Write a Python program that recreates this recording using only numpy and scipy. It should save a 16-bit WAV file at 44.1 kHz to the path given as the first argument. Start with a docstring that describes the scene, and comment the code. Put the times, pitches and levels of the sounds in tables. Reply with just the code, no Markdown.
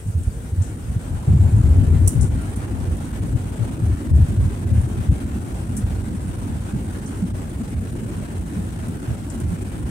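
"""In an airliner cabin, at a window seat, the roll-out after landing is heard.
Wheel rumble, shell drone and jolts are shaped noise; engine roar and reverser blast are turbulent noise.
Gliding sines make the fan whine and a thin whistle, filtered noise hisses from the vents,
and bursts of tiny contacts ring the loose fittings through their modes.
Now and then the roar, hiss, whines and ticking dip together briefly."""
import sys
import numpy as np
from scipy import signal
from scipy.fft import rfft, irfft
from scipy.io import wavfile
from scipy.ndimage import uniform_filter1d

SR = 44100
rng = np.random.default_rng(int(sys.argv[2]) if len(sys.argv) > 2 else 0)


def materialize(psi):
    """Save the field psi as 16-bit PCM at rate SR to the path in sys.argv[1].

    A 1-D psi becomes a single channel; in a 2-D psi each row is a channel.
    """
    bounded = np.clip(np.atleast_2d(psi).T, -1, 1)
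    quanta = np.round(bounded * 32767).astype(np.int16)
    wavfile.write(sys.argv[1], SR, quanta)


N = 436590
TIME = np.arange(N) / SR
BINS = np.fft.rfftfreq(N, 1 / SR)

# strongest jolts of the fuselage, levels ahead of the panels' band-pass:
# start_s, length_s, level_db, left_over_right_db, pitch_hz, dip_db (brief dip of the other sounds)
JOLTS = [(.054, 0.053, -22, 1, 100, -1.5), (.147, 0.072, -18.5, -3, 80.5, 3),
         (.272, 0.017, -13.5, -2, 75.4, 2), (.519, 0.021, -19, 0, 92, 5), (.576, 0.051, -15.5, -1.5, 91, 2),
         (.88, 0.042, -20.5, 1, 99, 1), (.96, 0.02, -15, -1.5, 107, 3), (1.102, 0.079, -24, 4, 86, 3.5),
         (2.152, 0.098, -13, 6, 106, -1), (2.279, 0.12, -22.5, 4, 83, 7), (2.72, 0.13, -25, 9, 81, 4.5),
         (2.875, 0.077, -19.5, -2.5, 91, 5), (3.193, 0.066, -23.5, 1, 94, 8),
         (3.331, 0.034, -14.5, 8, 112, 7), (3.59, 0.045, -18, 13, 109, 3.5), (3.801, 0.15, -18, 1.5, 97, 3),
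         (4.109, .14, -10.5, 2, 88, 11), (4.283, .036, -19.5, 2, 104, -3), (4.372, .11, -16.5, -2.5, 99, 7),
         (4.64, 0.061, -22.5, -1, 111, 8.5), (4.711, .1, -13.5, 4, 96, 7),
         (4.829, 0.061, -20.5, 4, 124, -2), (4.969, .052, -22, 1, 105, 0), (5.086, .045, -11, 0.5, 96, 7),
         (5.835, 0.046, -16.5, 0, 82, 7), (5.921, 0.13, -25.5, -3, 85.4, 2),
         (7.312, 0.035, -23.5, -2, 108, 15), (7.74, .058, -23.5, -2, 102, 10),
         (9.079, 0.057, -22.5, -4, 112, -2), (9.442, 0.059, -21.5, -4, 80, 8),
         (9.83, 0.045, -25, -1, 73, 8.5)]


def amp(db):
    """Decibels to amplitude ratio: 20 dB per factor of ten."""
    return 10 ** (np.asarray(db) / 20)


def unit(x):
    """Normalization to an rms of 1."""
    return x / np.sqrt(np.mean(x ** 2) + 1e-20)


def spectrum(points, hz):
    """Spectral interpolation of a table, linear along a log-frequency axis."""
    f, value = np.transpose(points)
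    return np.interp(np.log(hz + 1e-6), np.log(f), value)


def curve(rows):
    """Linear interpolation in time of each column that follows the first."""
    s, *columns = np.transpose(rows)
    return [np.interp(TIME, s, column) for column in columns]


def add(mix, s, sound):
    """Superposition of a stereo sound on the mix, starting at s seconds."""
    part = mix[:, max(round(s * SR), 0):][:, :sound.shape[1]]
    part += sound[:, :part.shape[1]]


def wander(rate_hz):
    """Low-pass noise of rms 1: random fluctuation that weakens above rate_hz."""
    lowpass = 1 / (1 + (BINS / rate_hz) ** 2) ** 2
    return unit(irfft(rfft(rng.standard_normal(N)) * lowpass, N))


def cabin_noise(colour, pitch=1, size=N):
    """Diffuse-field coherence: both ports hear alike bass and nearly unrelated treble."""
    # likeness of the sound at the two ports: frequency_hz, coherence
    likeness = [(60, 1), (130, 0.86), (290, 0.85), (640, 0.24), (1400, -0.21), (3000, 0.062),
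                (16000, -0.01)]
    hz = np.fft.rfftfreq(size, 1 / SR)
    a, b = rfft(rng.standard_normal((2, size)))
    same = np.clip(spectrum(likeness, hz), -1, 1)
    mid = a * np.sqrt(1 + same)
    side = b * np.sqrt(1 - same)
    gain = amp(spectrum(colour, hz / pitch))
    return unit(irfft(np.array([mid + side, mid - side]) * gain, size))


def steadied(x, span_s, evenness):
    """Envelope compression: swings of level are evened over span_s; evenness runs 0-1."""
    power = np.mean(abs(signal.hilbert(x)) ** 2, 0)
    power = uniform_filter1d(power, size=max(int(span_s * SR), 1))
    return unit(x / (abs(power) + 1e-9) ** (min(evenness, 1) / 2))


def patchy(x, patch_db, span_hz, span_s, size=1024):
    """Turbulent modulation: patches of the spectrum swell and sink at random."""
    overlap = size * 3 // 4
    z = signal.stft(x, nperseg=size, noverlap=overlap)[2]
    bins_wide = max(round(span_hz * size / SR), 1)
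    frames_long = max(round(span_s * z.shape[2] * SR / N), 1)
    field = rng.standard_normal(z.shape[1:])
    field = uniform_filter1d(field, size=bins_wide, axis=0)
    field = uniform_filter1d(field, size=frames_long, axis=1)
    swollen = z * amp(patch_db * unit(field))
    return unit(signal.istft(swollen, nperseg=size, noverlap=overlap)[1][:, :N])


def slowing(x, sink_per_s=.01):
    """Time-scale warping: pitch sinks by a steady share each second as the aircraft loses speed."""
    place = np.cumsum(1 + sink_per_s * (TIME.mean() - TIME))
    return np.array([np.interp(place, np.arange(N), channel) for channel in x])


def fitting(drive, top_hz=12000, width_hz=80):
    """Modal resonance of a loose fitting under tapping; softer contacts reach less high."""
    # broad ringing of the fittings: frequency_hz, relative_density_db
    ringing = [(1500, -37), (4500, -17), (5600, -3.5), (7500, -2.5), (9000, -0.5), (11000, 1.5),
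               (13000, -8), (16000, 5)]
    # sharpest modes of the fittings: frequency_hz, lift_db
    sharp_modes = [(5990, 8), (6300, -5), (7290, 12), (8100, 4), (8765, 8), (8990, 3.5), (9450, -1),
                   (10585, -13), (11490, 4), (12530, -2)]
    hz = np.fft.rfftfreq(drive.shape[1], 1 / SR)
    modes = 1 + sum((amp(db) - 1) / (1 + 2j * (hz - f) / width_hz) for f, db in sharp_modes)
    colour = amp(spectrum(ringing, hz)) / np.sqrt(1 + (hz / top_hz) ** 14)
    response = unit(abs(modes * colour)) * np.exp(1j * np.angle(modes))
    return irfft(rfft(drive) * response, drive.shape[1])


def vents(left_db=-51, right_db=-56.0):
    """Aerodynamic noise: turbulent cabin air hisses from the vents."""
    # colour of the hiss: frequency_hz, relative_density_db
    hiss = [(500, -18), (2500, -1.5), (5000, -2.5), (8500, 4), (12000, -1.5), (16000, -6)]
    return patchy(cabin_noise(hiss), patch_db=2.5, span_hz=500, span_s=.03) * amp([[left_db], [right_db]])


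def ticking(level_db=-62, per_s=14, spread_db=4, ring_s=0.012):
    """Random impact excitation: shaking keeps the trim ticking, independently at each port."""
    struck = rng.random((2, N)) < per_s / SR
    taps = struck * amp(spread_db * np.minimum(rng.exponential(1, (2, N)), 2))
    decay = np.exp(-1 / (ring_s * SR))
    envelope = signal.lfilter([1], [1, -decay], taps + 1e-12)
    return amp(level_db) * unit(fitting(envelope * rng.standard_normal((2, N))))


def rattles(level_db=-5, chatter_db=4.0, rise=.0045, settle_db=-12.5, settle_s=0.28, size=16384):
    """Repeated impact: loose hard parts chatter in a quick cluster, then more weakly as they settle."""
    # rattles; level_db is added to each relative level:
    # start_s, relative_level_db, decay_t60_s, left_over_right_db, upper_edge_hz
    clusters = [(.617, -41, 0.28, 11, 8050), (2.049, -42, .18, 5, 7200), (2.074, -15, .066, 0, 13000),
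                (2.207, -30.5, .21, 6, 10000), (2.558, -36.5, .065, -7, 13000),
                (3.157, -41, 0.041, 6, 12000), (4.158, -40, .03, -2, 11000), (4.283, -43, .04, -9, 14000),
                (5.764, -30.5, 0.14, 4, 12300), (7.058, -39.5, 0.21, -5, 8300),
                (8.881, -36, 0.029, -2, 18000), (9.297, -37.5, .09, 8, 8700), (9.398, -38, .052, 7, 13100)]
    out, t = np.zeros((2, N)), np.arange(size) / SR
    for s, db, t60, pan_db, top_hz in clusters:
        contacts = amp(chatter_db * unit(uniform_filter1d(rng.standard_normal(size), size=20)))
        fall_db = -60 * np.maximum(t - rise, 0)
        # the slower settling takes over once it is the stronger
        decay_db = np.maximum(fall_db / t60, settle_db + fall_db / settle_s)
        envelope = np.minimum(t / rise, 1) * amp(decay_db)
        chatter = unit(contacts * rng.standard_normal((2, size))) * envelope
        gain = amp(db + level_db + np.array([[pan_db], [-pan_db]]) / 2)
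        add(out, s, fitting(chatter, top_hz) * gain)
    return out


def tone(rows, waver=.003, waver_hz=40, flutter_db=2, flutter_hz=12):
    """Phase integration of a sine whose pitch and level waver; it is silent outside its rows."""
    hz, db = curve(rows)
    turns = np.cumsum(hz * (1 + waver * wander(waver_hz))) / SR
    level = np.sqrt(2) * amp(db + flutter_db * wander(flutter_hz))
    sounding = (TIME >= rows[0][0]) * (TIME <= rows[-1][0])
    return level * np.sin(2 * np.pi * turns) * sounding


def whines(fan_trim_db=-3.0):
    """Blade-passing tones: the fan whines up with engine speed, and a thin whistle joins at full thrust."""
    # fan whine during spool-up, before the trim: time_s, pitch_hz, relative_level_db
    fan = [(0, 452, -51), (.55, 469, -53), (1.25, 482.5, -53.5), (1.7, 490, -75)]
    # whistle under full thrust: time_s, pitch_hz, level_db
    whistle = [(.95, 7420, -74), (1.45, 7400, -61), (1.98, 7440, -65), (2.15, 7480, -76)]
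    return tone(fan, waver=.005, waver_hz=30) * amp(fan_trim_db) + tone(whistle, waver=0.0025, waver_hz=150)


def engines(gusty_db=1.1, left_db=1, direct_db=-8, lag_s=.00048, buffet_db=2):
    """Jet mixing noise: the roar flutters with turbulence and the reversers' blast buffets."""
    # colours of roar (engines and outside air) and blast: frequency_hz, relative_density_db
    roar_colour = [(100, -11), (300, 4), (500, -1), (800, -2.5), (1150, -7.5), (1450, -5.5), (2100, -12.5),
                   (3000, -15), (4500, -22), (8000, -23), (16000, -31)]
    blast_colour = [(200, -12), (380, 3), (470, -1), (620, -1.5), (850, -0.5), (1100, -7.5), (1400, -9.5),
                    (2500, -20), (6000, -59)]
    # strength of the reversers' blast: time_s, level_db
    reverse = [(.6, -72), (1.2, -45), (1.85, -43.5), (2.3, -50), (2.7, -40.5), (3.1, -52), (9.9, -60)]
    # the engines spool up from idle, then their roar eases very slowly
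    spool_s, idle_db, full_db, ease_db_per_s = 1.7, -47, -39, 0.09
    level_db = np.interp(TIME, [0, spool_s], [idle_db, full_db])
    level_db -= ease_db_per_s * np.maximum(TIME - spool_s, 0)
    blast_db, = curve(reverse)
    # part of the roar comes straight from the window and reaches the left port first
    direct = cabin_noise(roar_colour)[0]
    arrivals = np.array([direct, np.roll(direct, round(lag_s * SR))])
    roar = cabin_noise(roar_colour) + amp(direct_db) * arrivals
    roar = patchy(roar, patch_db=1.55, span_hz=170, span_s=.09) * amp(level_db + gusty_db * wander(19))
    blast = cabin_noise(blast_colour) * amp(blast_db + buffet_db * wander(25))
    return (roar + blast) * amp([[left_db / 2], [-left_db / 2]])


def level_dips(sway_hz=95, sway=0.69, deepest_db=7.0, onset=1.0, delay_s=0.017, width_s=0.012):
    """Amplitude modulation: brief dips just after some jolts begin, and at random between them."""
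    # a negative dip_db by itself gives no dip
    jolt_dip_db = sum(db * np.exp(-((TIME - s - delay_s) / width_s) ** 2) for s, *_, db in JOLTS)
    push = sway * wander(sway_hz) * np.minimum(TIME / onset, 1)
    random_dip_db = deepest_db * np.tanh(push ** 2 / 2)
    return amp(-np.maximum(jolt_dip_db, random_dip_db))


def wheels(lumpy_db=1.4, lumps_hz=11):
    """Structure-borne sound: tyres rumble on uneven concrete and shake the shell into a lumpy drone."""
    # colours of the wheel rumble and the shell's drone: frequency_hz, relative_density_db
    rumble_colour = [(10, -28), (26, -25), (56, -1), (74, -4), (96, 1), (125, -8), (230, -18.5), (600, -57),
                     (2000, -90)]
    shell_colour = [(40, -40), (130, -4.5), (190, -2), (245, 0), (320, -6.5), (430, -16), (800, -31),
                    (2000, -68)]
    # strength of the shell's drone: time_s, level_db
    drone_level = [(0, -47), (.7, -37.5), (1.5, -35), (1.8, -26), (2.5, -33.5), (3.3, -31.5), (9.9, -32.5)]
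    # the rumble builds as the brakes bite, then eases with the speed
    brakes_s, peak_db, rise_db_per_s, ease_db_per_s = 1.9, -26, 3.5, 0.41
    wheel_db = peak_db - np.maximum(rise_db_per_s * (brakes_s - TIME), ease_db_per_s * (TIME - brakes_s))
    shell_db, = curve(drone_level)
    rumble = steadied(cabin_noise(rumble_colour), span_s=0.066, evenness=0.17)
    rumble = rumble * amp(wheel_db + lumpy_db * wander(lumps_hz))
    drone = patchy(slowing(cabin_noise(shell_colour)), patch_db=3.5, span_hz=130, span_s=0.046)
    drone = steadied(drone, span_s=0.41, evenness=0.82) * amp(shell_db)
    return rumble + drone


def boom(s, length, db, pan_db, hz, edge=0.01576, evenness=.55, size=16384):
    """Forced panel vibration: one jolt sets panels booming about equally hard while it lasts."""
    # colour of a jolt: multiple_of_pitch, relative_density_db
    jolt_colour = [(.12, -30), (.3, -35), (.55, -1), (1, 8), (1.4, -6), (2.3, -15.5), (4, -31), (8, -22),
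                   (16, -48)]
    t = np.arange(size) / SR
    gate = np.sin(np.pi / 2 * np.clip(np.minimum(t, length + edge - t) / edge, 0, 1)) ** 2
    swing = steadied(cabin_noise(jolt_colour, hz, size=size), span_s=0.029, evenness=evenness) * gate
    swing = unit(swing * amp([[pan_db / 2], [-pan_db / 2]]))
    # the level holds over the jolt's length, not over the whole buffer
    return s - edge / 2, swing * np.sqrt(length * SR / size) * amp(db)


def judder(scatter=0.08, count=7):
    """Periodic excitation under hard braking: an even train that weakens, deepens and drifts left."""
    start_s, every_s, length_s, pitch_hz = 1.277, .119, .1, 100
    first_db, fade_db_per_s, drift_db_per_s, sag_hz_per_s = -11, 1.4, 8, 16
    train = []
    for t in every_s * np.arange(count):
        hz = (pitch_hz - sag_hz_per_s * t) * np.exp(scatter * rng.standard_normal())
        train.append((start_s + t, length_s, first_db - fade_db_per_s * t, drift_db_per_s * t, hz))
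    return train


def jolts(lowest_hz=29, highest_hz=270):
    """Band-limited panel radiation: deep booms from judder and jolts, higher thuds from seams."""
    # wheels on runway seams once the aircraft has slowed, levels before the band-pass: start_s, level_db
    seams = [(5.355, -27), (5.766, -27.5), (6.115, -25), (6.249, -27.5), (6.73, -21.5), (7.215, -19.5),
             (8.015, -29), (8.17, -26.5), (8.56, -23), (9.509, -22.5)]
    thud_hz, sag_hz_per_s, thud_length_s, thud_left_over_right_db = 212, 7, .04, -2
    thuds = []
    for s, db in seams:
        hz = thud_hz - sag_hz_per_s * (s - seams[0][0])
        thuds.append((s, thud_length_s, db, thud_left_over_right_db, hz))
    out = np.zeros((2, N))
    for s, length, db, pan_db, hz, *_ in [*judder(), *JOLTS, *thuds]:
        add(out, *boom(s, length, db, pan_db, hz))
    # panels radiate little below their lowest mode, and the lining muffles the top
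    band = signal.butter(2, [lowest_hz, highest_hz], "bandpass", fs=SR, output="sos")
    return signal.sosfilt(band, out)


def scene():
    """Linear superposition of all sources at the seat; the dips spare wheels, jolts and rattles."""
    dipping = vents() + ticking() + whines() + engines()
    return rattles() + dipping * level_dips() + wheels() + jolts()


def record(dry, edge_hz=15850):
    """Port resonance, saturation and band limit: treble rings, loud peaks are rounded."""
    # microphone ports, left then right: resonance_hz, width_hz, lift_db
    ports = [(8300, 1030, 8.5), (9130, 790, 12.5)]
    lift = []
    for hz, width, db in ports:
        falloff = np.sqrt(1 + (2 * (BINS - hz) / width) ** 2) ** 1.58
        lift.append(1 + (amp(db) - 1) / falloff)
    sound = np.tanh(irfft(rfft(dry) * np.array(lift), N))
    lowpass = signal.firwin(511, edge_hz, window=("kaiser", 9), fs=SR)
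    return signal.oaconvolve(sound, lowpass[None], "same")


dry = scene()
out = record(dry)
materialize(out)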